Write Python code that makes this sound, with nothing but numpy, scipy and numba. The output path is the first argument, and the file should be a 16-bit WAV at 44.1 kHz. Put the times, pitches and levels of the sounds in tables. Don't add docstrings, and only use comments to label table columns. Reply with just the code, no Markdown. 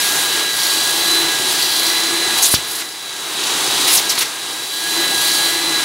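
import sys
import numpy as np
from scipy import signal
from scipy.fft import rfft, irfft, next_fast_len
from scipy.io import wavfile
from scipy.ndimage import uniform_filter1d
from numba import njit

SR = 44100
rng = np.random.default_rng(int(sys.argv[2]) if len(sys.argv) > 2 else 0)


def field_ratio(decibels):
    return 10 ** (np.asarray(decibels, dtype=float) / 20)


def transcribe(u):
    v = np.clip(np.atleast_2d(u).T, -1, 1)
    q = np.round(v * 32767).astype(np.int16)
    wavfile.write(sys.argv[1], SR, q)


N = 257544

# shaft_multiple, level_db at rest speed, slope_db_per_hz of shaft speed, lifted_db, waver
FAN_ORDERS = [
    (12, -24.5, 0.46, 2.5, 0.33),
    (5, -27, -.3, -19, .45),
    (1, -43.5, 3, -7, .55),
    (6, -36.5, 0.23, -4, 0.55),
    (24, -45, 1, 1.5, .4),
]
# grips_s, lifts_s, blade_tone_reached_hz, sag_time_s
SEALS = [
    (-.3, 0.461, 3964, .09),
    (.61, 1.25, 4010, .115),
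    (1.42, 2.219, 4015, .17),
    (2.42, 2.57, 4004, .22),
    (2.719, 2.829, 3992, .175),
    (3.961, 4.03, 3935, .33),
    (4.6, 5.0, 4000, 0.22),
    (5.2, 5.66, 4013, .27),
]
# time_s, level_db
BEAM = [(0, -3), (.3, -0.5), (.98, -2), (1.13, 5.5), (1.32, -1.5), (2.2, -1.3), (2.8, -1.5), (3.1, 1.5),
        (3.4, -2.5), (3.7, -3), (3.85, 0.5), (4.1, -2.3), (4.4, -4.5), (4.72, 3.5), (4.87, 1.5), (5.05, 2),
        (5.84, 1.3)]
# time_s, microphone_gain_db, lifted (nozzle off the fabric, 0-1)
HANDLING = [(0, -0.5, .13), (1.3, 0.16, .08), (1.55, -0.7, .25), (1.85, -0.54, 0.16), (2.3, 0.4, .15),
            (2.4, -0.3, 0.37), (2.6, -6.5, 0.27), (2.9, -10.5, .35), (3.15, -9.5, 0.47), (3.5, -1, 0.82),
            (3.85, -0.5, 0.93), (4.03, -2.5, 0.27), (4.4, -7, 0.42), (4.72, -7.5, .35), (4.77, -6.5, 0.03),
            (5.05, 0.5, .01), (5.84, -0.85, 0.09)]
# start_s, length_s, body_db, slot_db
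PASSES = [
    (-.3, 0.76, -28, -22.5),
    (.48, 0.8, -23, -22.5),
    (1.395, 0.77, -22.5, -24.5),
    (2.3, 0.51, -29, -26),
    (3.5, .85, -27.5, -32),
    (4.576, 0.51, -26, -25),
    (5.12, 0.55, -23.5, -24.5),
]
# centre_hz, width_hz, level_db
BODY_MODES = [(3446, 670, 1.3), (4000, 1500, -1), (4180, 560, -2), (4580, 850, -0.1), (5200, 600, -7),
              (5760, 450, -3.5)]
# frequency_hz, level_db (per Hz)
SLOT_COLOUR = [(4000, -12), (5500, 0), (6500, 3), (8500, 0.5), (10000, 2.5), (11500, -0.5), (13000, -1),
               (14000, -10.5), (16000, -4.5)]
# frequency_hz, level_db (per Hz)
ROAR_COLOUR = [(25, -47.5), (145, -15.5), (220, -19), (330, -6), (570, -14.3), (800, -7.2), (1500, -10.2),
               (2500, -10.5), (3800, -6), (5200, -12), (9900, -14.5), (12500, -22), (14000, -24),
               (16000, -23)]
# centre_hz, width_hz, level_db
HOSE_MODES = [(371, 32, -23.5), (880, 79, -28), (6310, 125, -19.5), (8380, 193, -23.5), (9800, 290, -17),
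              (11700, 120, -28)]
# start_s, length_s, level_db, swell_db, edge_tone_share
SWEEPS = [(2.373, 0.023, -18, 2, 0.195), (2.423, 0.037, -13, -2, 0.62), (2.46, 0.053, -17.5, -5, 0.98),
          (2.51, 0.038, -14.5, 0.5, 0.99), (2.547, 0.026, -19.5, -5, .1), (2.67, 0.1456, -28, 1.5, 0.9),
          (3.875, 0.0937, -13.5, 2.5, 0.66), (3.973, 0.0307, -14, -6, .1), (4.092, 0.0133, -17, 2, 0.31),
          (4.102, 0.0297, -17, -8, 0.29), (4.178, 0.022, -15, 1, .4), (4.207, 0.038, -19.5, -9, .2)]
# frequency_hz, level_db (per Hz)
SWEEP_COLOUR = [(1500, -19), (3000, -3), (4500, -0.5), (7000, -2.5), (10000, -2), (13000, -4.5),
                (16000, -8)]
# start_s, length_s, from_hz, to_hz, level_db
WHISTLES = [
    (2.424, 0.042, 5900, 7200, -11),
    (2.433, 0.051, 5000, 3700, -18),
    (2.542, 0.026, 5440, 3420, -12.5),
    (2.785, 0.062, 4200, 2000, -26),
    (3.869, 0.076, 3020, 3900, -16.5),
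    (3.964, 0.04, 8500, 2700, -12.5),
    (4.092, 0.048, 6000, 2700, -16.5),
    (4.174, 0.022, 2500, 6500, -18),
    (4.202, 0.038, 4210, 2280, -15),
]
# start_s, peak_db, push_ms, ring_hz, t60_s
PLOPS = [
    (0.554, -26, .8, 110, .04),
    (1.398, -17.5, 0.28, 97, 0.033),
    (2.388, 3.5, 0.0216, 2500, .005),
    (2.537, -12, 0.22, 695, 0.0144),
    (2.5402, -0.5, 0.16, 86.4, 0.036),
    (2.5411, 0.5, 0.064, 1390, 0.014),
    (3.975, -23, 0.7, 100, .04),
    (4.180, -4.5, 0.0646, 902, 0.0106),
    (5.104, -21, 0.39, 118.8, 0.055),
]
# time_s, from_hz, to_hz, level_db
SIDE_PATCHES = [(0.01, 3810, 6100, -25), (0.166, 3800, 8600, -25.5), (0.236, 9300, 11400, -31),
                (0.283, 6500, 8600, -30.5), (0.933, 9960, 12700, -28), (1.515, 12070, 16100, -33.5),
                (2.094, 7850, 12720, -28), (2.096, 3820, 5474, -29.5), (2.164, 7800, 11400, -29),
                (2.719, 3790, 5396, -33), (2.72, 12050, 14700, -39), (2.722, 8600, 11400, -30.5),
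                (2.908, 4000, 5890, -38.5), (3.211, 6600, 8500, -39.5), (3.674, 9300, 11400, -31.5),
                (3.676, 4200, 6100, -31), (5.623, 5400, 7300, -33.5)]

BLADES, REST_SHAFT_HZ = 12, 329
FREE_BLADE_HZ, CLIMB_BEND = 3898, .77
IDLE_BODY_DB, IDLE_SLOT_DB, LIFTED_SLOT_DB = -33.5, -30, -8
PASS_SKEW, PASS_ROUND = .7, 1.27
WETNESS = 0.51
ROAR_DB, LIFTED_ROAR_DB = -26, 3.5
ROAR_TOP_DB = 6
WHISTLE_WIDTH_HZ, WHISTLE_PIVOT_HZ, WHISTLE_NARROWING = 3500, 4500, 1.6
PUMP_HZ, PUMP_KICK, PUMP_KICK_MS = 29.25, 0.42, 2.9
PUMP_HUM_DB = -28.5
ROOM_T60_S, ROOM_DB = 0.33, -15
LOW_HZ, TOP_HZ = 45, 15750


def unit(x):
    return x / np.sqrt(np.mean(x ** 2))


def curves(table):
    s, *columns = np.transpose(table)
    return [np.interp(np.arange(N) / SR, s, c) for c in columns]


def walk(rate):
    hold = int(SR / rate)
    levels = np.repeat(rng.standard_normal(N // hold + 1), hold)
    return unit(uniform_filter1d(uniform_filter1d(levels, hold), hold)[:N])


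@njit
def resonate(x, hz, width):
    y, band, low = np.empty(len(x)), 0., 0.
    for i in range(len(x)):
        g, k = np.tan(np.pi * hz[i] / SR), width / hz[i]
        v = (band + g * (x[i] - low)) / (1 + g * (g + k))
        band, low, y[i] = 2 * v - band, low + 2 * g * v, k * v
    return y


def turbulence(source, colour, flicker_db, rate):
    hz, db = np.transpose(colour)
    n = next_fast_len(N, True)
    octave = np.log2(np.fft.rfftfreq(n, 1 / SR) + 1)
    shaped = rfft(source, n) * field_ratio(np.interp(octave, np.log2(hz), db))
    total = 0
    for centre in np.arange(np.log2(hz[0]), np.log2(hz[-1]) + .5, .5):
        weight = np.clip(1 - 2 * abs(octave - centre), 0, 1)
        total = total + irfft(shaped * weight, n)[:N] * field_ratio(flicker_db * walk(rate))
    return unit(total)


def shaft_hz():
    t = np.arange(N) / SR
    hz = np.full(N, float(FREE_BLADE_HZ))
    for grips, lifts, top_hz, sag in SEALS:
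        start = hz[max(int(grips * SR), 0)]
        climb = start + (top_hz - start) * np.clip((t - grips) / (lifts - grips), 0, 1) ** CLIMB_BEND
        fall = FREE_BLADE_HZ + (top_hz - FREE_BLADE_HZ) * np.exp(-np.maximum(t - lifts, 0) / sag)
        hz = np.where(t < grips, hz, np.where(t < lifts, climb, fall))
    return uniform_filter1d(hz / BLADES, SR // 20)


def motor(gain_db, lifted):
    hz, beam_db = shaft_hz(), curves(BEAM)[0]
    turn = 2 * np.pi * np.cumsum(hz * (1 + 0.00057 * walk(39.96))) / SR
    whine = 0
    for k, db, per_hz, lifted_db, waver in FAN_ORDERS:
        level_db = gain_db + db + per_hz * (hz - REST_SHAFT_HZ) + lifted_db * lifted
        level_db = level_db + beam_db * (k >= BLADES) + 4.5 * waver * walk(30)
        whine = whine + np.sqrt(2) * field_ratio(level_db) * np.sin(round(k) * turn + waver * walk(45))
    return whine


def passes(lifted):
    t = np.arange(N) / SR
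    body, slot = field_ratio(IDLE_BODY_DB), field_ratio(IDLE_SLOT_DB + LIFTED_SLOT_DB * lifted)
    for s, length, body_db, slot_db in PASSES:
        progress = np.clip((t - s) / length, 0, 1)
        swell = np.abs(np.sin(np.pi * progress ** PASS_SKEW)) ** PASS_ROUND
        body = body + field_ratio(body_db) * swell
        slot = slot + field_ratio(slot_db) * swell
    return body, slot


def nozzle(body_gain, slot_gain):
    sizes = field_ratio(3.4 * np.minimum(rng.exponential(size=N), 4))
    drops = (rng.random(N) < 1500 / SR) * sizes * rng.choice([-1, 1], N)
    air = (rng.standard_normal(N) + WETNESS * unit(drops)) * field_ratio(walk(30))
    body = 0
    for hz, width, db in BODY_MODES:
        drift = hz * (1 + .01 * walk(5))
        ring = resonate(resonate(air, drift, float(width)), drift, float(width))
        body = body + field_ratio(db + 1.1 * walk(12)) * ring
    return body_gain * unit(body) + slot_gain * turbulence(air, SLOT_COLOUR, 0.94, 12)


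def sweeps():
    broad, peaked = np.zeros((2, N))
    for s, length, db, swell_db, edge_share in SWEEPS:
        i, n = int(s * SR), int(length * SR)
        gain = field_ratio(db + np.linspace(-swell_db, swell_db, n))
        broad[i:i + n] += gain
        peaked[i:i + n] += gain * edge_share
    air = rng.standard_normal(N) * field_ratio(2 * walk(120))
    edge = unit(resonate(air, 10200 * (1 + .025 * walk(30)), 2400.))
    broad, peaked = uniform_filter1d([broad, peaked], int(0.0098 * SR))
    return 0.75 * broad * turbulence(air, SWEEP_COLOUR, 1.4, 40) + 0.69 * peaked * edge


def whistles():
    out = np.zeros(N)
    air = rng.standard_normal(N) * field_ratio(2.2 * walk(150))
    for s, length, from_hz, to_hz, db in WHISTLES:
        i, n = int(s * SR), int(length * SR)
        glide = np.geomspace(from_hz, to_hz, n)
        width = WHISTLE_WIDTH_HZ * (WHISTLE_PIVOT_HZ / glide.mean()) ** WHISTLE_NARROWING
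        tone = resonate(resonate(air[i:i + n], glide, width), glide, width)
        swell = np.sin(np.pi * (np.arange(n) / n) ** .7) ** .8
        out[i:i + n] += field_ratio(db) * unit(tone) * swell
    return out


def plops():
    out, t = np.zeros(N), np.arange(SR // 5) / SR
    for s, db, push_ms, hz, t60 in PLOPS:
        push = np.exp(-(t * 1000 / push_ms - 2) ** 2 / 2)
        ring = -.4 * np.sin(2 * np.pi * hz * t) * np.exp(-np.log(1000) * t / t60)
        i = int(s * SR)
        out[i:i + len(t)] += field_ratio(db) * (push + ring)
    return out


def roar(db):
    air = turbulence(rng.standard_normal(N), ROAR_COLOUR, 0.85, 12)
    for hz, width, ring_db in HOSE_MODES:
        ring = unit(resonate(rng.standard_normal(N), np.full(N, float(hz)), float(width)))
        air = air + field_ratio(ring_db + 2 * walk(5.977)) * ring
    return field_ratio(db + ROAR_TOP_DB + 0.75 * walk(9)) * air


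def pump(air, roar_db):
    strokes = PUMP_HZ * np.arange(N) / SR + .015 * walk(3) + .47
    since_stroke_ms = (strokes % 1) / PUMP_HZ * 1000
    kick = PUMP_KICK * np.exp(-since_stroke_ms / PUMP_KICK_MS) * field_ratio(3.7 * walk(24.84))
    treble = signal.sosfilt(signal.butter(2, 2600, "high", fs=SR, output="sos"), air)
    treble += 1.23 * resonate(air, np.full(N, 4600.), 520.0)
    hum = np.sin(2 * np.pi * 5 * strokes + .6 * walk(15))
    return air + kick * treble + field_ratio(roar_db + PUMP_HUM_DB + 3.4 * walk(6)) * hum


def room(x):
    t = np.arange(int(.6 * SR)) / SR
    tail = rng.standard_normal(len(t)) * np.exp(-np.log(1000) * t / ROOM_T60_S) * (t > .006)
    tail = signal.lfilter([1], [1, -.4], tail)
    return field_ratio(ROOM_DB) * signal.fftconvolve(x, tail / np.sqrt(np.sum(tail ** 2)))[:N]


def side_patches():
    out, frame = np.zeros(N + 4096), 2048
    f = np.fft.rfftfreq(frame, 1 / SR)
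    for s, from_hz, to_hz, db in SIDE_PATCHES:
        in_band = (f > from_hz + 300) * (f < to_hz - 250)
        patch = irfft(rfft(rng.standard_normal(frame)) * in_band)
        i = 209 + 1024 * round((s * SR - 209) / 1024)
        out[i:i + frame] += field_ratio(db) * unit(patch) * np.hanning(frame)
    return out[frame // 2:N + frame // 2] * np.array([[1], [-1]])


def scene():
    gain_db, lifted = curves(HANDLING)
    roar_db = ROAR_DB + gain_db + LIFTED_ROAR_DB * lifted
    air = pump(roar(roar_db) + field_ratio(gain_db) * nozzle(*passes(lifted)), roar_db)
    hand = sweeps() + whistles() + plops()
    mono = motor(gain_db, lifted) + air + hand + room(hand)
    return np.array([mono, mono])


def low_pass(x):
    return signal.sosfilt(signal.butter(12, 16890, fs=SR, output="sos"), x)


def record(dry):
    x = signal.sosfilt(signal.butter(1, LOW_HZ, "high", fs=SR, output="sos"), dry)
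    rounded = np.tanh(.6 * x) / .6
    x = signal.sosfilt(signal.ellip(14, .2, 90, TOP_HZ, fs=SR, output="sos"), rounded)
    return low_pass(x + side_patches())


dry = scene()
out = record(dry)
transcribe(out)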